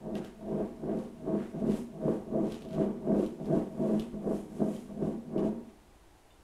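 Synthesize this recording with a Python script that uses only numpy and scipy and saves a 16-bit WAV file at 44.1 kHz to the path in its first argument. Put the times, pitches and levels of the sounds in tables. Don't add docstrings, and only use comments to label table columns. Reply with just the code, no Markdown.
import sys
import numpy as np
from scipy import signal
from scipy.io import wavfile

SR = 44100
rng = np.random.default_rng(int(sys.argv[2]) if len(sys.argv) > 2 else 0)


def master_out(mix):
    frames = np.transpose(np.atleast_2d(mix))
    ceiling = np.clip(frames, -1, 1)
    pcm = np.round(ceiling * 32767).astype(np.int16)
    wavfile.write(sys.argv[1], SR, pcm)


N = 283911

# middle in seconds, hold in seconds, levels in dB of slurry,
# stones, rim and splash, delay of the splash in seconds, level of the gulp in dB.
SWINGS = [(0.136, 0.1, -37.5, -39, -47.5, -59.5, 0.11, -41),
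          (0.565, 0.13, -35, -36, -45.5, -63, 0.062, -41),
          (0.931, 0.099, -35, -35.5, -46, -60, 0.0088, -41),
          (1.337, 0.084, -33.0, -34, -46.5, -56.5, 0.085, -40.5),
          (1.692, 0.066, -31, -34, -42, -64, 0, -38), (2.092, 0.051, -31.5, -30.5, -40.0, -61, 0.028, -50),
          (2.402, 0.091, -30, -31.5, -45.5, -73, 0.072, -38),
          (2.822, 0.067, -30, -32, -41.0, -58, 0.0053, -36.5),
          (3.148, 0.078, -30.5, -29.5, -42.5, -70, 0.04, -35.5),
          (3.543, 0.025, -26.5, -27.5, -46, -60, 0.05, -49),
          (3.889, 0.12, -31.5, -32.5, -40.5, -63, 0.002, -32),
          (4.303, 0.057, -31.5, -33, -48.5, -77, 0.077, -42.5),
          (4.655, 0.1, -35, -38, -64, -69, 0.036, -36.5), (5.063, 0.071, -31, -35.5, -47, -87, 0.0076, -39),
          (5.421, 0.071, -30.5, -30.5, -46, -63, 0.029, -32)]
SLURRY, STONES, RIM, GULP = 2, 3, 4, 7
# time in seconds, levels in dB of thud, slurry boom and shell ring.
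THUMPS = [(0.06, -35, -46, -45), (0.517, -28.5, -28.5, -53.0), (0.552, -30, -49, -42.0),
          (0.602, -21.5, -40, -36), (0.834, -25, -33, -55), (0.895, -27, -43, -35.5),
          (0.925, -43, -28, -55), (1.275, -22.5, -48, -34.5), (1.338, -20.5, -29, -42),
          (1.62, -24.5, -23, -61), (1.684, -23, -20.5, -62), (1.785, -32.0, -32, -55.0),
          (2.054, -32, -25, -49), (2.081, -15, -26.5, -54), (2.344, -22, -32, -30),
          (2.425, -47, -44, -38.5), (2.782, -17.5, -30, -36.5), (2.814, -15.5, -34, -37.5),
          (3.073, -20.5, -26, -29), (3.115, -27, -19.5, -42), (3.198, -19.5, -43, -50.0),
          (3.229, -22, -41, -55), (3.513, -33, -29, -26.5), (3.534, -23.5, -36, -49),
          (3.591, -24.5, -33, -43), (3.801, -22.0, -22, -33), (3.935, -24.5, -27, -54),
          (4.273, -24, -31, -39), (4.31, -22, -41, -40), (4.603, -21.0, -24, -39.0),
          (4.619, -19.5, -28, -42.5), (4.663, -23.5, -35, -37), (5.022, -24, -31, -43),
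          (5.063, -26.5, -36, -42), (5.36, -20.5, -37, -39.5), (5.448, -19.5, -33, -35.5)]
THUD, BOOM, RING = 1, 2, 3


def gain_of(db):
    return 10 ** (np.asarray(db) / 20)


def evened(x):
    return x / np.sqrt(np.mean(x ** 2) + 1e-20)


def steadied(x, seconds):
    window = np.hanning(max(int(seconds * SR), 64))
    power = abs(signal.fftconvolve(x ** 2, window / window.sum(), "same"))
    return x / np.sqrt(power + 1e-20)


def read(points, hz):
    f, value = np.transpose(points)
    return np.interp(np.log(hz + 1), np.log(f + 1), value)


def colour(x, spectrum, size=8192):
    log_gain = np.log(gain_of(read(spectrum, abs(np.fft.fftfreq(size, 1 / SR)))))
    taps = np.fft.ifft(np.exp(np.conj(signal.hilbert(log_gain)))).real[:size // 2]
    return signal.oaconvolve(x, taps)[:len(x)]


def grains(per_s, spread_db):
    size = gain_of(spread_db * np.minimum(rng.exponential(1, N), 4))
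    return size * rng.choice([-1, 1], N) * (rng.random(N) < per_s / SR)


def waver(hz, size):
    noise = rng.standard_normal(size + SR // 4)
    return evened(signal.lfilter(*signal.butter(2, hz, fs=SR), noise)[-size:])


def add(mix, s, sound):
    part = mix[max(round(s * SR), 0):][:len(sound)]
    part += sound[:len(part)]


def over_time(rule):
    at = np.linspace(0, N, N // 44)
    return np.interp(np.arange(N), at, rule(at / SR))


def ring(x, modes):
    t = np.arange(SR // 2) / SR
    tones = [gain_of(db - 60 * t / ring_s) * np.sin(2 * np.pi * hz * t) for hz, db, ring_s in modes]
    return signal.oaconvolve(x, sum(tones[::2]) - sum(tones[1::2]))[:N]


def driven(hits, modes, db, seconds):
    tone = ring(hits * gain_of(np.roll(db, -SR // 100)), modes)
    return gain_of(db) * steadied(tone / gain_of(db), seconds)


def swaying(column, lag_s, rise_db_per_s, fall_db_per_s):
    swings = np.transpose(SWINGS)[:, :, None]
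    middle, hold = swings[0] + lag_s, swings[1]
    start, end = middle - hold / 2, middle + hold / 2

    def power(t):
        before_db = rise_db_per_s * np.maximum(start - t, 0)
        after_db = fall_db_per_s * np.maximum(t - end, 0)
        return sum(gain_of(swings[column] - before_db - after_db) ** 2)
    return over_time(power) + 1e-10


def jolted(rows, column, settle_db_per_s, rise_db_per_s=1760, lag_s=0.0027):
    power, t = np.zeros(N), np.arange(-SR // 40, SR // 2) / SR
    shape_db = np.minimum(rise_db_per_s * t, -settle_db_per_s * t)
    for row in rows:
        add(power, row[0] + lag_s + t[0], gain_of(row[column] + shape_db) ** 2)
    return power


def stirred(swing, lumps, turn_db):
    # time in seconds, level in dB.
    turns = [(0.41, -50.5), (1.544, -38.5), (1.935, -49.0), (2.265, -55), (2.645, -44.5), (2.95, -51),
             (3.395, -40.5), (4.134, -41), (4.51, -51.5), (4.885, -46), (5.275, -63)]
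    shifts = gain_of(turn_db) ** 2 * jolted(turns, 1, settle_db_per_s=160)
    return 10 * np.log10(swing + lumps + shifts)


def blows(rows, spectrum, seconds, scatter_db):
    out, t = np.zeros(N), np.arange(SR // 6) / SR
    for s, db, *_ in rows:
        push = gain_of(scatter_db - 60 * t / seconds) * rng.standard_normal(len(t))
        push[0] += 1
        blow = colour(push, spectrum)
        add(out, s, gain_of(db) * blow / abs(blow).max())
    return out


def swells(times, widths, dbs):
    def level(t):
        powers = (gain_of(db) ** 2 / np.cosh(np.minimum(abs((t - s) / width), 20))
                  for s, width, db in np.broadcast(times, widths, dbs))
        return np.sqrt(sum(powers))
    return over_time(level)


def slurry():
    # frequency in Hz, level in dB.
    fold_colour = [(60, -48.5), (112, -17), (152, -6.5), (240, -1.5), (300, -1.5), (600, -31.5),
                   (2000, -67)]
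    rumble_colour = [(10, -33), (25, -8), (45, -1.5), (65, -17), (85, -10), (105, -24), (130, -6.5),
                     (200, -5.5), (800, -92)]
    # pitch in Hz, level in dB, ring time in seconds.
    hollow_tones = [(142, -18, .2), (160, -2, .22), (178, -10, .3), (200, 0, .33), (216, -2, .3),
                    (230, -8, .3), (255, -11, .2)]
    floor_tones = [(85, 0, .45)]
    swing = swaying(SLURRY, lag_s=0.0068, rise_db_per_s=142, fall_db_per_s=184)
    surge_db = stirred(swing, jolted(THUMPS, BOOM, settle_db_per_s=410), turn_db=6)
    folds = colour(grains(per_s=300, spread_db=6.0), fold_colour)
    boom = driven(folds, hollow_tones, surge_db, seconds=0.074)
    rumble = evened(colour(rng.standard_normal(N), rumble_colour))
    drone = steadied(ring(rng.standard_normal(N), floor_tones), seconds=0.93)
    return (gain_of(-1.43) * boom + gain_of(0.49 * surge_db - 36.5) * rumble
            + gain_of(0.32 * surge_db - 57) * drone)


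def stones():
    # frequency in Hz, level in dB.
    stone_colour = [(120, -31), (240, -7), (300, 4), (560, 1), (700, 11), (1200, -27.5), (2500, -70)]
    sand_colour = [(300, -1), (590, -5.5), (740, 1), (870, -4.5), (1150, -8), (1320, -17.5), (1600, -18),
                   (2000, -22.5), (3500, -45), (9000, -60)]
    # pitch in Hz, level in dB, ring time in seconds.
    wall_tones = [(298, -3, .13), (312, -4, .15), (334, -2, .17), (353, -3, .16), (370, 0, .11),
                  (391, -1, .12), (424, -7, .2), (465, -9, .15), (490, -12, .13), (520, -10, .21),
                  (565, -16, .18)]
    upper_tones = [(738, 0, .18), (762, -3, .3), (797, -2, .15), (823, -3, .14), (885, -8, .22),
                   (931, -5, .3), (962, -11, .3), (987, -9, .26), (1099, -7, .2), (1150, -6, .1),
                   (1244, -14, .2), (1469, -16, .22), (1580, -13, .12)]
    swing = swaying(STONES, lag_s=0, rise_db_per_s=223, fall_db_per_s=150)
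    lumps = gain_of(-13.5) ** 2 * jolted(THUMPS, THUD, settle_db_per_s=410)
    tumble_db = stirred(swing, lumps, turn_db=0.5)
    hits = colour(grains(per_s=250, spread_db=6.0), stone_colour)
    knocks = driven(hits, wall_tones, tumble_db, seconds=0.032)
    sand = steadied(colour(grains(per_s=800, spread_db=3.5), sand_colour), seconds=0.15)
    gravel = driven(grains(per_s=700, spread_db=3.5), upper_tones, 0.77 * tumble_db, seconds=0.48)
    return gain_of(-1) * knocks + gain_of(0.75 * tumble_db - 24.5) * sand + gain_of(-27) * gravel


def rim(bend_share=0.01, wobble_hz=8.2):
    # frequency in Hz, level in dB.
    bump_colour = [(300, -65), (585, -18.5), (625, -11), (670, -5), (720, -28.5), (1400, -52),
                   (3000, -79.5)]
    # pitch in Hz, level in dB, ring time in seconds.
    shell_tones = [(634, 0, .38), (650, -2, .28), (664, -4, .36)]
    swing = swaying(RIM, lag_s=-0.015, rise_db_per_s=150, fall_db_per_s=206)
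    roll_db = stirred(swing, jolted(THUMPS, RING, settle_db_per_s=234), turn_db=-5)
    bumps = colour(grains(per_s=280, spread_db=8.5), bump_colour)
    tone = driven(bumps, shell_tones, roll_db, seconds=0.089)
    drift = bend_share / (2 * np.pi * wobble_hz) * SR * waver(hz=wobble_hz, size=N)
    return gain_of(1) * np.interp(np.arange(N) + drift, np.arange(N), tone)


def thumps():
    # frequency in Hz, level in dB.
    thud_colour = [(60, -49), (115, -35.5), (200, -3.5), (360, 10.5), (540, -5.5), (650, -2), (780, -17),
                   (1200, -23.5), (2000, -52), (6000, -94)]
    return gain_of(-3.5) * blows(THUMPS, thud_colour, seconds=0.048, scatter_db=-23.5)


def gulps():
    mid_swing_hz, rise_hz_per_s, wobble_width_hz = 208.4, 167.6, 14.8
    lag_s, spread_s, flutter_db = 0.071, 0.076, 3.5
    out, t = np.zeros(N), np.arange(-SR // 8, SR // 2) / SR
    swell = np.exp(-((t - lag_s) / spread_s) ** 2 / 2) * signal.windows.tukey(len(t), .2)
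    for row in SWINGS:
        hz = mid_swing_hz + rise_hz_per_s * t + wobble_width_hz / 2 * waver(hz=15.1, size=len(t))
        db = row[GULP] - 2 + flutter_db * waver(hz=12.5, size=len(t))
        add(out, row[0] + t[0], gain_of(db) * swell * np.sin(2 * np.pi * np.cumsum(hz) / SR))
    return out


def glugs(per_swing=3):
    low_hz, high_hz, rise_per_s = 275.8, 478, 1.02
    ring_s, scatter_s = 0.14, 0.05
    out, t = np.zeros(N), np.arange(SR // 6) / SR
    for row in SWINGS:
        fade = gain_of(row[STONES] - 2.5 - 60 * t / ring_s)
        for when, size in rng.random((per_swing, 2)):
            hz = high_hz * (low_hz / high_hz) ** size * (1 + rise_per_s * t)
            note = np.sin(2 * np.pi * np.cumsum(hz) / SR) * np.minimum(t * hz, 1)
            add(out, row[0] + scatter_s * (2 * when - 1), fade * note)
    return out


def clamp(fall_db_per_octave=39):
    # pitch in Hz, level in dB, ring time in seconds.
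    clamp_tones = [(1620, 19, 0.17), (1920, 7, 0.23), (2780, 12, 0.021), (2920, 4.5, 0.078),
                   (3560, -4.5, 0.26), (3750, -33, .15)]
    # start in seconds, level in dB, favoured pitch in Hz.
    touches = [(0.154, -49, 2460), (3.996, -54, 3450), (5.03, -66, 3400), (5.38, -58, 3020),
               (6.306, -61.5, 3530)]
    out, t = np.zeros(N), np.arange(SR // 3) / SR
    for s, db, touch_hz in touches:
        for hz, tone_db, ring_s in clamp_tones:
            start_db = db + tone_db - fall_db_per_octave * abs(np.log2(hz / touch_hz))
            add(out, s, gain_of(start_db - 60 * t / ring_s) * np.sin(2 * np.pi * hz * t))
    return gain_of(1) * out


def clothes():
    # loudest moment in seconds, width in seconds, crackle level in dB, hiss level in dB.
    rubs = [(.18, 0.0084, -52.5, -70), (.265, 0.014, -60, -74), (.6, .06, -67.5, -77),
            (1.01, 0.033, -64, -72.5), (1.43, 0.051, -64.5, -74), (1.6, 0.0087, -64, -82),
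            (1.725, 0.018, -54.5, -64), (1.775, .02, -56.5, -60), (2.12, .03, -62.5, -69),
            (2.48, 0.027, -75, -71), (2.54, 0.035, -55, -83), (2.75, 0.018, -59.5, -86),
            (2.825, 0.02, -61, -70), (3.22, 0.031, -57.5, -66), (3.47, 0.011, -61, -85),
            (3.57, 0.036, -61.5, -68.5), (3.92, 0.052, -62, -67.5), (4.018, 0.016, -56.5, -69),
            (4.361, 0.029, -62, -63), (4.58, .03, -66, -69), (4.74, .04, -60, -63), (5.08, 0.028, -65, -71),
            (5.395, 0.0054, -57, -79), (5.46, 0.017, -60, -70), (5.7, 0.013, -71, -92)]
    # start in seconds, level in dB.
    creases = [(0.154, -33.5), (0.1814, -47), (0.2473, -37.5), (0.9896, -43), (1.718, -42), (2.5112, -51),
               (2.5217, -32.5), (2.5444, -36.5), (2.6219, -40.5), (2.651, -44), (2.6888, -46),
               (2.7086, -43), (2.7313, -39.5), (2.7505, -43), (3.263, -38), (3.4466, -50), (3.459, -44),
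               (3.9971, -30.5), (4.765, -40), (5.381, -44)]
    # frequency in Hz, level in dB.
    crackle_colour = [(500, 9.5), (1500, 1), (2200, 1.5), (3000, 2.5), (4500, -5), (7000, -6.5),
                      (10000, -10), (15500, -32)]
    hiss_colour = [(2000, -42), (5000, -7), (7500, -2.5), (10500, -4), (12500, -9), (15500, -24)]
    snap_colour = [(400, 17), (1500, -30), (3100, 1), (5000, -7.5), (8000, -20), (12000, -13), (15500, -34)]
    s, width, crackle_db, hiss_db = np.transpose(rubs)
    folding = evened(colour(grains(per_s=3500, spread_db=3.0), crackle_colour))
    sliding = evened(colour(grains(per_s=9000, spread_db=3.0), hiss_colour))
    crackle = swells(s, width, crackle_db) * folding
    hiss = swells(s, 1.2 * width, hiss_db) * sliding
    snaps = blows(creases, snap_colour, seconds=0.11, scatter_db=-27.5)
    return gain_of(2.14) * crackle + hiss + gain_of(2) * snaps


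def splashes():
    # frequency in Hz, level in dB.
    drop_colour = [(700, -23), (1200, 6), (1600, 4.5), (2200, -3), (3000, -6.5), (5000, -21), (10000, -40)]
    middle, *_, splash_db, lag, _ = np.transpose(SWINGS)
    drops = evened(colour(grains(per_s=1800, spread_db=3.5), drop_colour))
    return gain_of(-1) * swells(middle + lag, widths=0.025, dbs=splash_db) * drops


def room(x):
    # frequency in Hz, seconds to fade by 60 dB.
    ring_times = [(120, 0.6), (320, 0.83), (840, 0.57), (2200, 0.78), (10000, 0.32)]
    echoes = rng.choice([-1., 1.], SR) * (rng.random(SR) < 2500 / SR)
    echoes[:SR // 150] = 0
    hz, t, bands = signal.stft(echoes, SR, nperseg=256)
    fade = gain_of(-60 * t / read(ring_times, hz)[:, None])
    tail = signal.istft(bands * fade, SR, nperseg=256)[1]
    return signal.fftconvolve(x, tail / np.linalg.norm(tail))[:N]


def scene():
    # frequency in Hz, level in dB.
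    air_colour = [(12, -8), (25, -6), (48, -4), (70, -9), (120, -15), (250, -21), (335, -14), (520, -22),
                  (800, -19), (1300, -27.5), (3000, -32.5), (5000, -37), (10000, -38), (15500, -48)]
    near = thumps() + slurry() + gulps() + glugs() + stones() + rim() + splashes() + clamp() + clothes()
    air = gain_of(-59) * evened(colour(rng.standard_normal(N), air_colour))
    return (near + gain_of(-13) * room(near) + air)[None]


def record(dry):
    cutoff_hz = 15720
    low_pass = signal.firwin(511, cutoff_hz, window=("kaiser", 9), fs=SR)
    return signal.oaconvolve(dry, low_pass[None], "same")


dry = scene()
out = record(dry)
master_out(out)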